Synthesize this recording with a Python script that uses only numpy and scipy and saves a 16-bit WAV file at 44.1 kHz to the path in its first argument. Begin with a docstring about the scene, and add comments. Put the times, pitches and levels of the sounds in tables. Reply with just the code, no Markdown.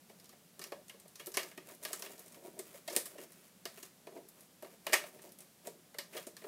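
"""A pen tip picks at the shrink-wrap on a cardboard box, close up in a small, quiet bedroom.
It catches, drags and snaps free: the taut film cracks, the lid clacks and the hollow box knocks.
Between picks the box gets bumped, creases tick, fingers rub and the slack film crinkles.
Near the end a tight run of loud snaps makes a short rip. Room murmur and hiss sit underneath."""
import sys
import numpy as np
from scipy import signal
from scipy.fft import rfft, irfft, next_fast_len
from scipy.io import wavfile
from scipy.ndimage import map_coordinates

SR = 44100
rng = np.random.default_rng(int(sys.argv[2]) if len(sys.argv) > 2 else 0)


def pcm_store(signal):
    """Save signal as 16-bit PCM."""
    levels = np.round(np.clip(np.atleast_2d(signal), -1, 1) * 32767)
    wavfile.write(sys.argv[1], SR, levels.astype(np.int16).T)


N = 285667

LID_DB, LID_AT_HZ, LID_DB_PER_OCTAVE = -0.4, 3430, 8  # lid against film; lower film drives it harder
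CRISP_TOP_HZ, BLUNT_TOP_HZ = 9000, 2150  # lid roll-off for each kind of contact
# Pen picks: start_s, slip_s, film_db, film_hz, knock_db, knock_hz
PEN_PICKS = [(0.5935, 0.0021, -50.5, 6200, -51.5, 380), (0.614, 0.0098, -48, 4450, -60, 420),
             (0.64, .001, -46.5, 5360, -62, 440), (0.895, 0.0036, -53, 3030, -73, 600),
             (1.195, 0.0086, -51, 3000, -54, 434), (1.268, 0.0032, -45, 12500, -55, 400),
             (1.339, 0.012, -42.5, 5900, -58, 550), (1.3711, 0.00076, -33.5, 4740, -38, 480),
             (1.374, 0.0013, -40.5, 2300, -57, 480), (1.391, .0074, -47.5, 2300, -48.5, 614),
             (1.431, 0.003, -49, 5900, -54, 280), (1.514, 0.0027, -61.5, 2400, -74, 560),
             (1.575, 0.0038, -53.5, 2500, -47.5, 280), (1.827, .005, -54, 8000, -58, 500),
             (1.85, 0.0028, -40.5, 4140, -47, 610), (1.931, 0.0016, -38, 7450, -55, 394),
             (1.993, 0.0046, -50, 10000, -57, 610), (2.022, 0.0021, -44.5, 5200, -51, 690),
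             (2.059, 0.0063, -51.5, 3200, -53.5, 380), (2.590, 0.0047, -44, 8300, -44.5, 400),
             (2.876, 0.007, -43.5, 4270, -42, 675), (2.897, 0.01, -47.5, 5020, -46.5, 362),
             (2.926, 0.0068, -47.5, 7500, -44, 560), (2.9641, 0.00077, -28, 9100, -37, 513),
             (2.972, 0.00058, -41.5, 11100, -57, 393), (3.055, 0.0074, -44, 9300, -66, 378),
             (3.179, 0.007, -57, 2700, -64, 350), (3.654, 0.0024, -42.5, 4450, -44.5, 656),
             (3.774, 0.0037, -61, 2670, -56.5, 560), (3.827, 0.0064, -49, 6800, -54, 360),
             (4.8665, 0.0021, -40.5, 2800, -40, 615), (4.924, 0.002, -43.5, 2800, -37, 600),
             (4.9305, 0.0026, -31, 2400, -33, 604), (4.934, 0.0037, -29.5, 6600, -36, 760),
             (4.939, 0.0034, -31, 2420, -42, 600), (5.671, 0.0018, -47.5, 7800, -43, 417),
             (5.985, 0.0034, -40, 4530, -47.5, 527), (6.13, 0.0084, -58.5, 2420, -67, 453),
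             (6.166, 0.0081, -46, 3220, -45, 590), (6.268, 0.0053, -49.5, 8040, -45.5, 358),
             (6.367, 0.0016, -52.5, 4700, -71.5, 400)]
def pen_snaps():
    """Each release of the tip cracks the film and knocks the box; slack film also slaps the lid."""
    out = np.zeros(N)
    for start_s, slip_s, film_db, film_hz, knock_db, knock_hz in PEN_PICKS:
        force = slip(slip_s)
        lid_db = film_db + LID_DB - LID_DB_PER_OCTAVE * np.log2(film_hz / LID_AT_HZ)
        add(out, start_s, film_crack(force, slip_s, film_db, film_hz))
        add(out, start_s, lid_clack(force, slip_s, lid_db, film_hz, CRISP_TOP_HZ))
        add(out, start_s, box_knock(force, slip_s, knock_db, knock_hz))
    return out


def slip(slip_s, snap_s=0.00075, attack_ratio=0.25, rough_db=4.5):
    """The force of one release: a sharp snap, then a chatter of micro-slips that swells and dies."""
    t = np.arange(SR // 5) / SR
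    envelope = np.exp(-t / slip_s) * (1 - np.exp(-t / (attack_ratio * slip_s)))
    chatter = rng.standard_normal(len(t)) * amp(rough_db * rng.standard_normal(len(t)))
    force = unit_energy(chatter * envelope)
    force[0] += (snap_s / slip_s) ** 2  # short catches are mostly snap, long drags mostly chatter
    return force


# Bright crack of the film: freq_hz, gain_db
FILM_EQ = [(800, -29), (2500, -10), (3600, 0), (5500, 0.5), (7000, -1), (8700, 1), (12000, 0.5),
           (15000, -0.5), (16500, -26)]
def film_crack(force, slip_s, level_db, pitch_hz):
    """The film cracks; a slack patch rings lower and duller than a taut one."""
    def tone(f):
        band = highpass(f, 0.3 * pitch_hz) * lowpass(f, 2.83 * pitch_hz)
        return emphasis(f, pitch_hz, q=3.5, resonance_db=4.5) * band
    return radiate(force, slip_s, eq_curve(FILM_EQ), tone, level_db, wet_db=-4.5)


# Modes of the stiff lid under the wrap: pitch_hz, width_hz, gain_db
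LID_MODES = [(563, 34, 2.5), (770, 70, -2.5), (913, 47, -2), (1036, 68, 0), (1194, 50, 3.5),
             (1309, 36, 0.5), (1565, 43, -4), (1652, 46, 1.5), (1857, 194, 1.5), (2115, 56, 3),
             (2230, 200, -1), (2567, 133, -1.5), (2807, 74, 0), (2943, 58, -0.5), (3273, 72, -2)]
def lid_clack(force, slip_s, level_db, pitch_hz, top_hz):
    """The lid rings, favouring the contact's pitch; a blunt contact leaves its upper modes quiet."""
    def tone(f):
        return emphasis(f, pitch_hz, q=2.5, resonance_db=1) * highpass(f, 300) * lowpass(f, top_hz)
    return radiate(force, slip_s, struck(LID_MODES, scatter_db=1.5), tone, level_db, wet_db=-5)


# Modes of the hollow box: pitch_hz, width_hz, gain_db
BOX_MODES = [(228, 110, -13.5), (379.8, 57, 1.5), (473, 34, -3), (575.4, 59, 1.5), (679, 91, -3),
             (732, 38.5, -5.5), (946, 30, -7.5)]
def box_knock(force, slip_s, level_db, pitch_hz):
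    """The hollow box gives the hit its body; being small, it radiates little bass."""
    def tone(f):
        return emphasis(f, pitch_hz, q=3, resonance_db=10) * highpass(f, 300)
    return radiate(force, slip_s, struck(BOX_MODES, scatter_db=2.0), tone, level_db, wet_db=-6.5)


# Blunt hits: start_s, contact_s, knock_db, knock_hz, lid_vs_knock_db
BOX_BUMPS = [(0.096, 0.004, -60, 590, -0.5), (0.326, 0.0044, -63, 700, -3), (0.72, 0.0038, -41, 580, -7),
             (0.941, .003, -58, 500, -8), (1.054, 0.0025, -58.5, 593, -12), (1.273, 0.0016, -44, 435, -17),
             (1.696, .003, -58.5, 570, -1), (1.904, .005, -49, 570, -10), (2.742, 0.0017, -53, 540, -12),
             (3.149, .02, -50, 382, -21), (3.183, 0.009, -47.5, 350, -19), (4.07, 0.0018, -47, 450, -8),
             (4.119, .009, -51, 370, -25), (4.162, 0.0036, -46, 360, -18), (4.172, 0.0028, -54.5, 360, -10),
             (4.623, 0.0053, -46.5, 358, -12), (4.643, 0.0083, -52.5, 385, -4.5),
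             (4.896, 0.0012, -47.5, 392, -5), (5.036, 0.0037, -48, 700, -3.5),
             (5.186, 0.0087, -60.5, 355, -1), (5.943, 0.0032, -53.5, 570, -1.5),
             (6.149, .006, -44, 570, -10.5), (6.417, 0.0057, -54.5, 410, -6), (6.439, .0045, -47, 444, -8),
             (6.461, 0.005, -46, 540, -21)]
def box_bumps():
    """Pen or knuckle bumps the box: mostly knock, some lid, hardly any film."""
    out = np.zeros(N)
    for start_s, contact_s, knock_db, knock_hz, lid_vs_knock_db in BOX_BUMPS:
        force = slip(contact_s)
        lid_db = knock_db + lid_vs_knock_db
        add(out, start_s, box_knock(force, contact_s, knock_db, knock_hz))
        add(out, start_s, lid_clack(force, contact_s, lid_db, knock_hz, BLUNT_TOP_HZ))
        add(out, start_s, film_crack(force, contact_s, lid_db - 5, pitch_hz=4200))
    return out


TICK_S, TICK_HZ, TICK_LID_DB = 0.0027, 7000, -12.5  # slip time, usual pitch, lid against film there
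# Thin ticks of the loose film: start_s, level_db, pitch_hz
CREASE_FLIPS = [(0.198, -61, 5000), (0.243, -61.5, 5200), (0.256, -63, 6500), (0.292, -58.5, 4800),
                (0.882, -57.5, 7500), (0.999, -58, 7800), (1.080, -59.5, 9600), (1.156, -53, 5540),
                (1.260, -50, 12000), (1.318, -55, 6500), (1.749, -58.5, 11100), (1.835, -48.5, 10600),
                (2.116, -59, 7500), (2.193, -53, 12000), (2.322, -60, 8000), (2.344, -61, 2800),
                (2.953, -53, 10700), (3.320, -62, 9500), (4.287, -56.5, 11300), (4.407, -59, 10500),
                (4.624, -56.5, 10750), (5.219, -59, 8100), (5.320, -58, 11000), (5.387, -56, 9500),
                (5.405, -54, 9000)]
def crease_ticks():
    """Flipping creases are too light to move the box; the lower ones touch the lid more."""
    out = np.zeros(N)
    for start_s, level_db, pitch_hz in [*CREASE_FLIPS, *stray_flips()]:
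        force = slip(TICK_S)
        lid_db = level_db + TICK_LID_DB - LID_DB_PER_OCTAVE * np.log2(pitch_hz / TICK_HZ)
        add(out, start_s, film_crack(force, TICK_S, level_db, pitch_hz))
        add(out, start_s, lid_clack(force, TICK_S, lid_db, pitch_hz, CRISP_TOP_HZ))
    return out


def stray_flips(rate_per_s=14, max_per_spell=16, over_crinkle_db=1.5, range_db=8, scatter_octaves=0.25):
    """Cues for extra creases that flip at random while the wrap is handled."""
    cues = []
    for start_s, hold_s, _, crinkle_db in HANDLING_SPELLS:
        times = start_s + rng.exponential(1 / rate_per_s, max_per_spell).cumsum()
        levels = crinkle_db + over_crinkle_db - range_db * rng.random(max_per_spell)
        pitches = TICK_HZ * 2 ** (scatter_octaves * rng.standard_normal(max_per_spell))
        cues += [(s, db, hz) for s, db, hz in zip(times, levels, pitches) if s < start_s + hold_s]
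    return cues


# Crinkle of the slack film: freq_hz, gain_db
CRINKLE_EQ = [(400, -49), (1000, 6), (2500, 5.5), (4000, -1), (9000, 4.5), (15000, 3.5)]
# Spells of handling, ahead of the direct and wet gains: start_s, hold_s, rub_db, crinkle_db
HANDLING_SPELLS = [(0.095, 0.284, -74, -75), (0.628, 0.072, -62, -69), (1.19, 0.066, -68, -59.5),
                   (1.423, 0.12, -60, -58), (1.694, 0.054, -62.5, -62), (1.852, 0.2, -59.5, -56),
                   (2.104, 0.24, -61.5, -60.5), (2.36, 0.24, -59, -65.5), (2.627, 0.15, -64.5, -60),
                   (2.897, 0.11, -66, -57), (3.072, .17, -62.5, -59.5), (3.318, .17, -72.5, -65.5),
                   (3.73, 0.13, -92, -63), (4.105, 0.086, -59.5, -74), (4.389, 0.037, -60.5, -61),
                   (4.66, 0.083, -64, -65), (4.886, 0.2, -62, -57.5), (5.142, 0.15, -61, -63),
                   (5.412, 0.042, -70.5, -68), (5.666, 0.029, -59.5, -61.5), (6.15, 0.079, -57.5, -56),
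                   (6.42, 0.055, -76, -58.5)]
def rub_and_crinkle(attack_s=0.03, release_s=0.022, direct_db=1, wet_db=-6.5):
    """Fingers judder over the box and the film crinkles as the grip tightens, holds and lets go."""
    rub_gain, crinkle_gain = np.zeros(N), np.zeros(N)
    for start_s, hold_s, rub_db, crinkle_db in HANDLING_SPELLS:
        t = np.arange(N) / SR - start_s
        envelope = np.exp(np.minimum(t, 0) / attack_s - np.maximum(t - hold_s, 0) / release_s)
        rub_gain = np.maximum(rub_gain, amp(rub_db) * envelope)
        crinkle_gain = np.maximum(crinkle_gain, amp(crinkle_db) * envelope)
    grip = wobble(rate_per_s=30)
    finger_slips = grains(rate_per_s=450, spread_db=0.5) * amp(4.8 * grip)
    film_slips = grains(rate_per_s=1600, spread_db=2.0) * amp(4.1 * grip)
    rub = unit_rms(filtered(finger_slips, resonances(BOX_MODES)))
    crinkle = unit_rms(filtered(film_slips, eq_curve(CRINKLE_EQ)))
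    direct = rub_gain * rub + crinkle_gain * crinkle
    reverb = signal.fftconvolve(direct, room_tail(build_s=0.00093))[:N]
    return amp(direct_db) * direct + amp(wet_db) * reverb


def radiate(force, slip_s, body, tone, level_db, wet_db):
    """A force rings a body into the room; level_db sets the direct energy as an rms over 10 ms."""
    size = next_fast_len(len(force) + SR // 20)
    hz = np.fft.rfftfreq(size, 1 / SR)
    response = body(hz) * tone(hz)
    def ring(x):
        return unit_energy(irfft(rfft(x, size) * response, size)[:len(force)])
    close = signal.fftconvolve(ring(force), early_reflections())[:len(force)]
    reverb = ring(room_tail(build_s=0.00074 + slip_s)[:len(force)])
    return amp(level_db) * np.sqrt(SR / 100) * (close + amp(wet_db) * reverb)


def early_reflections(desk_db=-11, desk_s=0.0042, wall_db=-13, wall_s=0.0082):
    """Direct sound and two near reflections, which shift as the box moves in the hands."""
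    impulse = np.zeros(SR // 20)
    impulse[0] = 1
    for delay_s, db in (desk_s, desk_db), (wall_s, wall_db):
        impulse[int(delay_s * SR * rng.uniform(0.85, 1.15))] += amp(db)
    return impulse


# Bedroom reverb: freq_hz, t60_s
ROOM_DECAY = [(200, 0.51), (550, 0.24), (1500, 0.26), (4000, 0.24), (12000, 0.22)]
def room_tail(build_s):
    """The room's diffuse tail builds up, then dies, sooner in the treble."""
    hz, t, noise = signal.stft(rng.standard_normal(SR // 3), SR, nperseg=256)
    decay = amp(-60 * t / along(ROOM_DECAY, hz)[:, None])
    tail = signal.istft(noise * decay, SR, nperseg=256)[1]
    fade_in = 1 - np.exp(-np.arange(len(tail)) / SR / build_s)
    return unit_energy(tail * fade_in)


# Background bed: freq_hz, gain_db
ROOM_TONE_EQ = [(25, -24), (50, -24.5), (80, -13), (125, -7.5), (172, 4), (210, 1.5), (300, -7.5),
                (600, -8.5), (1000, -15), (2000, -16.5), (5000, -17), (12000, -17), (15500, -21.5)]
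def room_tone(level_db=-63.5):
    """Low room murmur under even microphone hiss."""
    bed = filtered(rng.standard_normal(N), lambda hz: amp(along(ROOM_TONE_EQ, hz)))
    return amp(level_db) * unit_rms(bed)


def struck(modes, scatter_db):
    """Each contact excites the modes at new strengths."""
    return resonances([(hz, width, db + scatter_db * rng.standard_normal()) for hz, width, db in modes])


def resonances(modes):
    """Response of ringing modes, summed with alternating polarity."""
    return lambda f: sum((-1) ** k * amp(db) * 1j * f * width / (hz * hz - f * f + 1j * f * width)
                         for k, (hz, width, db) in enumerate(modes))


def emphasis(f, pitch_hz, q, resonance_db):
    """A flat path plus one resonance: the struck spot favours its own pitch."""
    return 1.5 + resonances([(pitch_hz, pitch_hz / q, resonance_db)])(f)


def highpass(f, corner_hz):
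    """One-pole bass cut."""
    return 1j * f / (1j * f + corner_hz)


def lowpass(f, corner_hz):
    """One-pole treble cut."""
    return 1 / (1 + 1j * f / corner_hz)


def eq_curve(points):
    """Minimum-phase EQ through (freq_hz, gain_db) points."""
    def response(hz):
        cepstrum = irfft(np.log(amp(along(points, hz))))
        half = len(cepstrum) // 2
        cepstrum[1:half] *= 2
        cepstrum[half + 1:] = 0
        return np.exp(rfft(cepstrum))
    return response


def grains(rate_per_s, spread_db):
    """Tiny slips of uneven size at random moments."""
    clicks = (rng.random(N) < rate_per_s / SR) * rng.standard_normal(N)
    return unit_rms(clicks * amp(spread_db * np.clip(rng.standard_normal(N), -2, 2)))


def wobble(rate_per_s):
    """A smooth curve through random knots."""
    knots = rng.standard_normal(int(N * rate_per_s / SR) + 4)
    return map_coordinates(knots, [np.arange(N) * rate_per_s / SR])


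def filtered(x, response):
    """Play x through a frequency response."""
    size = 2 * next_fast_len(len(x))
    return irfft(rfft(x, size) * response(np.fft.rfftfreq(size, 1 / SR)), size)[:len(x)]


def along(points, hz):
    """Read (freq_hz, value) points on a log frequency axis."""
    freqs, values = np.transpose(points)
    return np.interp(np.log(hz + 1), np.log(freqs + 1), values)


def amp(db):
    """Decibels to gain."""
    return 10 ** (np.asarray(db) / 20)


def unit_rms(x):
    """Scale to rms 1."""
    return x / np.sqrt(np.mean(x ** 2) + 1e-20)


def unit_energy(x):
    """Scale to energy 1."""
    return x / np.linalg.norm(x)


def add(out, start_s, sound):
    """Mix a sound in at its cue."""
    start = round(start_s * SR)
    out[start:start + len(sound)] += sound[:max(N - start, 0)]


def scene():
    """The box in front of one microphone."""
    return (room_tone() + rub_and_crinkle() + pen_snaps() + box_bumps() + crease_ticks())[None]


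TOP_HZ = 15700
def record(dry):
    """The microphone's band limit cuts the top end off steeply."""
    return np.array([filtered(x, lambda hz: 1 / np.sqrt(1 + (hz / TOP_HZ) ** 160)) for x in dry])


dry = scene()
out = record(dry)
pcm_store(out)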